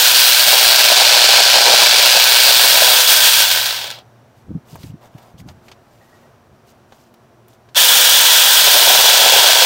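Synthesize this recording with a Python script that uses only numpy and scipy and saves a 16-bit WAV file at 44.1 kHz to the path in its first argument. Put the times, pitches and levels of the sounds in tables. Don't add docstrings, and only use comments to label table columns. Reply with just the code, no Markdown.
import sys
import numpy as np
from scipy import signal
from scipy.fft import rfft, irfft, next_fast_len
from scipy.io import wavfile
from scipy.ndimage import uniform_filter1d, minimum_filter1d, map_coordinates

SR = 44100
rng = np.random.default_rng(int(sys.argv[2]) if len(sys.argv) > 2 else 0)


def inscribe(sig):
    pcm = np.round(np.clip(np.atleast_2d(sig).T, -1, 1) * 32767)
    wavfile.write(sys.argv[1], SR, pcm.astype(np.int16))


N = 425565

# (trigger pressed [s], released [s], chain level before load [dB], steel sizzle before
# damping [dB], share of rasp with the chain free [0-1], ring of the side facing the microphone [Hz])
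SAW_RUNS = [(-1, 3.3, -11.1, -10.7, .45, 4600), (7.75, 11, -10.8, -9.8, .05, 3400)]
# (frequency [Hz], level [dB per Hz])
CHAIN_COLOUR = [(30, -41), (300, -33.5), (430, -28), (520, -14.5), (950, -5), (1170, -13), (1500, -2),
                (2100, -9), (2800, -3.5), (3350, 3), (4100, -4.5), (5200, -4.5), (6800, -6), (11000, -19.5)]
# (frequency [Hz], level [dB per Hz])
BRANCH_COLOUR = [(100, -33), (280, -25), (400, -10.5), (520, -2), (630, -0.5), (820, 0.5), (1000, -4),
                 (1200, -13), (2000, -40)]
# (frequency [Hz], width [Hz], lift [dB])
HOUSING_RINGS = [(1798, 32, -4.5), (2490, 65, -0.5), (2615, 50, 0), (3380, 150, 0.5), (3680, 100, 0),
                 (3985, 47, 3.5), (4340, 110, 1.5), (4920, 150, 1), (5720, 180, 2), (8250, 400, 2),
                 (9350, 160, 0.5)]


def saw():
    # (frequency [Hz], level [dB per Hz])
    rasp_colour = [(30, -39), (300, -35.5), (800, -8.5), (1200, -14), (1520, -2), (1950, -9.5),
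                   (2400, -2.5), (3400, -3), (4450, 0), (5300, -5), (6300, -10.5), (8500, -14),
                   (12000, -19.5)]
    # (frequency [Hz], level [dB per Hz])
    steel_colour = [(4000, -40), (7200, -13), (8200, -4), (9400, -3), (10500, -7), (12500, -6), (13600, 0),
                    (14300, .5), (14800, -1), (15600, 0)]
    # (time [s], wood knock level [dB])
    hand_push = [
        [(0, -31), (.3, -35), (.47, -24), (1.15, -20.3), (1.52, -21.5), (1.58, -16), (1.85, -21), (2.25, -24.5),
         (2.85, -21), (3.1, -34)],
        [(8.45, -36), (8.62, -24), (8.9, -21.7), (9.2, -20), (9.65, -18.5)],
    ]
    links_per_s, sag_share = 250, .025
    chain_power, knock_power, sizzle_power = 1.4, .5, 2.05

    t = np.arange(N) / SR
    pace = np.clip(drive(), 0, 1)
    width, damp_db, load_db, cut_rasp = kerf()
    pressed, _, *settings, _ = np.transpose(SAW_RUNS)
    run = np.searchsorted(pressed, t) - 1
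    run_db, sizzle_db, free_rasp = np.array(settings)[:, run]
    rasp_share = np.clip(free_rasp + cut_rasp, 0, 1)
    knock_db, = curves(np.vstack(hand_push))

    speed = links_per_s * np.maximum(pace, .1) * (1 - sag_share * width)
    unsteady = 1 + (.003 + .02 * width) * wobble(14)
    travel = np.cumsum(speed * unsteady) / SR
    links = strikes(travel, speed, t60=.02, scatter_db=1.8, worn_db=2, jitter=.05, count=40)
    teeth = strikes(travel / 2, speed / 2, t60=.029, scatter_db=1.5, worn_db=2, jitter=.06, count=20)
    bites = teeth * unit(amp(1.8 * wobble(70)))

    clatter = colour(grit(links, share=.5 * pace), CHAIN_COLOUR, HOUSING_RINGS)
    free = np.sqrt(1 - rasp_share) * clatter
    scrape = colour(grit(bites, share=.75 * np.sqrt(pace)), rasp_colour, HOUSING_RINGS)
    rasp = np.sqrt(rasp_share) * scrape
    chain = facing(amp(2) * free + amp(1.57) * rasp, run)
    soft = signal.sosfiltfilt(signal.butter(3, 5400, fs=SR, output="sos"), chain)
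    chain = pace ** chain_power * (soft + pace ** .6 * (chain - soft))

    uneven_bites = bites * unit(amp(1.7 * wobble(34)))
    knock = pace ** knock_power * colour(grit(uneven_bites, share=.96 * pace), BRANCH_COLOUR)
    contacts = np.sqrt((1 - rasp_share) * links ** 2 + rasp_share * bites ** 2)
    sliding = colour(grit(contacts, share=.86 * pace), steel_colour, HOUSING_RINGS)
    sizzle = pace ** sizzle_power * sliding

    loud_part = amp(run_db + load_db) * (chain + whine(travel, pace, width))
    knock_part = amp(knock_db) * knock
    sizzle_part = amp(sizzle_db - damp_db + .5 * wobble(11)) * sizzle
    flutter = amp(whip() + .55 * wobble(45) + .2 * wobble(12))
    return flutter * (loud_part + knock_part + sizzle_part)


def drive():
    spin_up_s, coast_s = .012, .735
    t = np.arange(N) / SR
    pace = np.zeros(N)
    for pressed, released, *_ in SAW_RUNS:
        start = 1 - np.exp(-np.maximum(t - pressed, 0) / spin_up_s)
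        pace += start * np.clip(1 - (t - released) / coast_s, 0, 1)
    return pace


def kerf():
    # (teeth enter [s], time to get through [s], then at the widest:
    # sizzle damped [dB], chain louder [dB], added share of rasp [0-1])
    passes = [(.05, 2.9, 11, 1.2, .42), (8.45, 2.6, 5.5, .1, .3)]
    t = np.arange(N) / SR
    enter, length, damp_db, load_db, rasp = np.transpose(passes)
    progress = np.clip((t[:, None] - enter) / length, 0, 1)
    width = np.abs(np.sin(np.pi * progress))
    return width.sum(1), width ** 3 @ damp_db, width @ load_db, np.cbrt(width) @ rasp


def strikes(travel, speed, t60, scatter_db, worn_db, jitter, count):
    place = travel + jitter * wobble(200) + 2
    link = np.maximum(place, 0).astype(int)
    worn = amp(worn_db * unit(rng.standard_normal(count))[link % count])
    scatter = amp(scatter_db * rng.standard_normal(link.max() + 1)[link])
    since_blow = (place % 1) / speed
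    blows = worn * scatter * amp(-60 * since_blow / t60)
    return blows / np.sqrt(np.abs(uniform_filter1d(blows ** 2, SR // 16)) + 1e-9)


def grit(envelope, share):
    share = np.clip(share, 0, 1)
    return noise() * np.sqrt(1 - share + share * envelope ** 2)


def whine(travel, pace, width):
    # (multiple of the link rate, level before a 3 dB lift [dB])
    whine_tones = [(1, -42), (2, -24), (2.43, -31), (4, -29), (5, -27.5), (6, -26), (7.19, -23),
                   (9.96, -24)]
    tones = np.zeros(N)
    for order, db in whine_tones:
        phase = 2 * np.pi * order * travel + .2 * wobble(50)
        tones += amp(db + 3 + 1.5 * wobble(12)) * np.sin(phase)
    return (1 - width) ** 2 * pace ** 16 * tones


def whip():
    start_s, rate_hz, depth_db, fade_s = 3.015, 7, 4, .3
    age = np.maximum(np.arange(N) / SR - start_s, 0)
    return -depth_db * np.sin(2 * np.pi * rate_hz * age) * np.exp(-age / fade_s)


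def facing(x, run):
    rings = []
    for *_, ring_hz in SAW_RUNS:
        b, a = signal.iirpeak(ring_hz, 2.6, fs=SR)
        rings.append(signal.lfilter(b, a, x))
    return x + .13 * np.choose(run, rings)


def clacks():
    # (time
    # [s], level before trim [dB])
    slap_times = [(3.763, -11), (3.869, -15), (3.903, -13), (3.912, -14), (3.988, -30), (7.747, -15)]
    # (time [s], level before trim [dB])
    grab_times = [(.912, -7), (1.01, -10), (1.378, -8), (1.552, -7), (2.148, -9), (2.818, -6),
                  (8.868, -6.5), (8.896, -8), (9.035, -10), (9.21, -7), (9.257, -3)]
    slaps, jolts = np.zeros((2, N))
    for s, db in slap_times:
        add(slaps, s, amp(db - 5) * burst(t60=.017, attack=.0003))
    for s, db in np.vstack(grab_times):
        add(jolts, s, amp(db - 4) * burst(t60=.07, attack=.003))
    return colour(slaps, CHAIN_COLOUR, HOUSING_RINGS) + colour(jolts, BRANCH_COLOUR)


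def shifted_branch():
    # (start [s], length [s], leaf rustle [dB], bark scuff [dB])
    strokes = [(4.33, .12, -66, -66), (4.637, .17, -52, -51), (4.743, .2, -52, -59), (4.992, .11, -58, -46),
               (5.066, .32, -61, -51.5), (5.369, .058, -49.5, -60), (5.455, .0813, -57, -48),
               (5.6, .16, -61, -55), (5.72, .7, -64, -59), (6.65, .093, -57, -63), (6.84, .3, -61.5, -58),
               (7.47, .11, -60, -62)]
    # (time [s], snap [dB], dull knock [dB], bright tick [dB])
    tap_times = [(4.7554, -47, -35, -45.5), (4.8309, -29.5, -55, -50), (5.1811, -37.5, -53.5, -57),
                 (5.3966, -39, -58, -66), (5.4859, -29, -47, -59), (5.682, -31, -47.5, -65.5),
                 (5.7149, -28.5, -48, -57), (6.9217, -35, -43, -65.5), (7.1402, -42, -57.5, -56.5),
                 (7.4814, -47, -56, -52), (7.6879, -42, -55, -74)]
    # (frequency [Hz], level [dB per Hz])
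    leaf_colour = [(1000, -10), (2800, 1), (5000, 0), (7000, 0.5), (10500, -6), (14000, -2), (16000, -6)]
    bark_colour = [(300, -7), (780, 2.5), (1300, -8), (2500, -19.5), (8000, -46.5)]
    snap_colour = [(700, -5.5), (1400, 0.5), (3300, 2), (6000, -4.5), (9000, -17.5), (14000, -27.5)]
    tick_colour = [(3000, -29), (6500, -10), (11000, -2), (14000, 0.5)]
    sweep, rub, snaps, knocks, ticks = np.zeros((5, N))
    for s, length, leaf_db, scuff_db in strokes:
        stroke = signal.windows.tukey(int(length * SR), .85)
        add(sweep, s, amp(leaf_db) * stroke)
        add(rub, s, amp(scuff_db) * stroke)
    for s, db, knock_db, tick_db in tap_times:
        add(snaps, s, amp(db - 8.5) * burst(t60=.055, attack=.001))
        add(knocks, s, amp(knock_db + 7) * burst(t60=.035, attack=.0005))
        add(ticks, s, amp(tick_db + 6.5) * burst(t60=.03, attack=.00026))
    rustle = .93 * noise() * amp(1.5 * wobble(60))
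    leaves = sweep * (rustle + .5 * crackle(rate=1700, spread_db=4.5))
    bark = rub * noise() * amp(1.5 * wobble(36))
    leafy = colour(leaves, leaf_colour, [(2880, 250, 3.5), (4900, 400, 3)])
    woody = colour(bark + knocks, bark_colour, [(3620, 150, 15)])
    return leafy + woody + colour(snaps, snap_colour) + colour(ticks, tick_colour)


def crackle(rate, spread_db):
    count = int(rate * N / SR)
    t = np.arange(128) / SR
    start = rng.integers(0, N, (count, 1))
    hz = rng.uniform(2000, 15000, (count, 1))
    size = amp(spread_db * np.minimum(rng.exponential(size=(count, 1)), 4))
    grains = size * np.sin(2 * np.pi * hz * t) * np.exp(-t * hz / 3)
    places = start + np.arange(len(t))
    return unit(np.bincount(places.ravel(), grains.ravel(), N)[:N])


def surroundings(x):
    # (delay [s], level [dB])
    echoes = [(.0017, -22.5), (.0031, -18.5), (.0052, -19.5), (.0098, -23)]
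    n = np.arange(N)
    total = x.copy()
    for delay, db in echoes:
        drifting = delay + .00006 * wobble(2)
        total += amp(db) * map_coordinates(x, [n - SR * drifting], order=3)
    return total


def air_bumps():
    # (time [s], level before trim [dB])
    eddies = [(4.483, -22), (4.504, -16.5), (4.548, -15), (4.727, -25), (4.836, -22.5), (4.894, -28),
              (4.934, -24.5), (5.147, -30.5), (5.338, -30), (5.403, -29), (5.449, -29)]
    # (start [s], length [s], level [dB])
    gust_times = [(4.4, .24, -39), (4.64, .36, -41), (5.27, .4, -41.5), (6.43, .16, -50)]
    pushes, swirl = np.zeros((2, N))
    t = np.arange(SR // 8) / SR
    for s, db in eddies:
        pitch, phase = rng.standard_normal(2)
        hz = 135 * np.exp(.2 * pitch)
        push = np.sin(2 * np.pi * (hz * t + phase))
        swell = t / .0067 * np.exp(1 - t / .0063)
        add(pushes, s, amp(db - 6) * swell * push)
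        add(swirl, s, amp(db - 2.5) * burst(t60=.088, attack=.004))
    wind = np.zeros(N)
    for s, length, db in gust_times:
        add(wind, s, amp(db) * signal.windows.hann(int(length * SR)))
    gusty = wind * noise() * amp(3 * wobble(30))
    rumble = colour(gusty, [(30, -14), (100, 8), (180, 3), (300, -10), (600, -35), (3000, -70)])
    swirl = colour(swirl, [(30, -14), (100, 8), (280, .5), (500, -17), (1100, -50), (6000, -77.5)])
    return pushes + rumble + swirl


def garden():
    # (frequency [Hz], level [dB per Hz])
    air_colour = [(15, -52.5), (25, -25), (126, -0.5), (165, -9.5), (241, -7), (299, -11), (513, -10.5),
                  (672, -8.5), (769, -11.5), (1590, -18.5), (2090, -24.5), (5670, -33.5), (15800, -44)]
    # (time [s], level [dB])
    hum_level = [(3.15, -52), (3.3, -45), (4.4, -52), (5.8, -58), (6.8, -70), (7.4, -54)]
    # (frequency [Hz], level [dB])
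    drone_tones = [(234, -60.5), (361, -61.5), (678, -65)]
    # (time [s], level before trim [dB])
    bird_notes = [(6.0, -55), (6.06, -61), (6.12, -53.5), (6.22, -56.5)]
    t = np.arange(N) / SR
    breeze = noise() * amp(.8 * wobble(5))
    air = amp(-51.5) * colour(breeze, air_colour, [(5780, 350, 5.5), (14300, 2900, 5)])
    hum_db, = curves(hum_level)
    hum = amp(hum_db + 1.3 * wobble(8)) * np.sin(2 * np.pi * 117 * t + .6 * wobble(36))
    drone = np.zeros(N)
    for hz, db in drone_tones:
        phase = 2 * np.pi * hz * t + hz / 200 * wobble(30)
        drone += amp(db + 2.5 * wobble(4)) * np.sin(phase)
    calls = np.zeros(N)
    for s, db in bird_notes:
        add(calls, s, amp(db + 6.5) * burst(t60=.15, attack=.012))
    birds = colour(calls, [(1200, -50), (1900, 0), (3000, -49)], [(1900, 200, 12)])
    return air + hum + drone + birds


def amp(db):
    return 10 ** (np.asarray(db) / 20)


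def unit(x):
    return x / np.sqrt(np.mean(x ** 2) + 1e-20)


def curves(rows):
    s, *columns = np.transpose(rows)
    return [np.interp(np.arange(N) / SR, s, column) for column in columns]


def wobble(rate):
    knots = rng.standard_normal(int(N * rate / SR) + 4)
    return map_coordinates(knots, [np.arange(N) * rate / SR])


def noise():
    return rng.standard_normal(N)


def colour(x, points, resonances=()):
    size = 8192
    hz = np.fft.rfftfreq(size, 1 / SR)
    f, level = np.transpose(points)
    db = np.interp(np.log(hz + 1), np.log(f), level)
    for centre, width, lift in resonances:
        db = db + lift / (1 + (2 * (hz - centre) / width) ** 2)
    cepstrum = irfft(np.log(amp(db)))
    cepstrum[1:size // 2] *= 2
    cepstrum[size // 2 + 1:] = 0
    response = irfft(np.exp(rfft(cepstrum)))
    return signal.fftconvolve(x, response / np.linalg.norm(response))[:N]


def add(track, s, sound):
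    part = track[round(s * SR):][:len(sound)]
    part += sound[:len(part)]


def burst(t60, attack):
    t = np.arange(SR // 4) / SR
    return rng.standard_normal(len(t)) * amp(-60 * t / t60) * (1 - np.exp(-t / attack))


def scene():
    near = surroundings(saw() + clacks() + shifted_branch())
    return (near + air_bumps() + garden())[None]


def record(dry):
    needed = np.minimum(1, 1.25 / (np.abs(dry) + 1e-9))
    held = dry * uniform_filter1d(minimum_filter1d(needed, size=41), size=41)
    rounded = held / (1 + np.abs(held) ** 12) ** (1 / 12)
    size = next_fast_len(N + SR // 2)
    hz = np.fft.rfftfreq(size, 1 / SR)
    passband = .5 - .5 * np.tanh((hz - 15830) / 60)
    return irfft(rfft(rounded, size) * passband, size)[..., :N]


dry = scene()
out = record(dry)
inscribe(out)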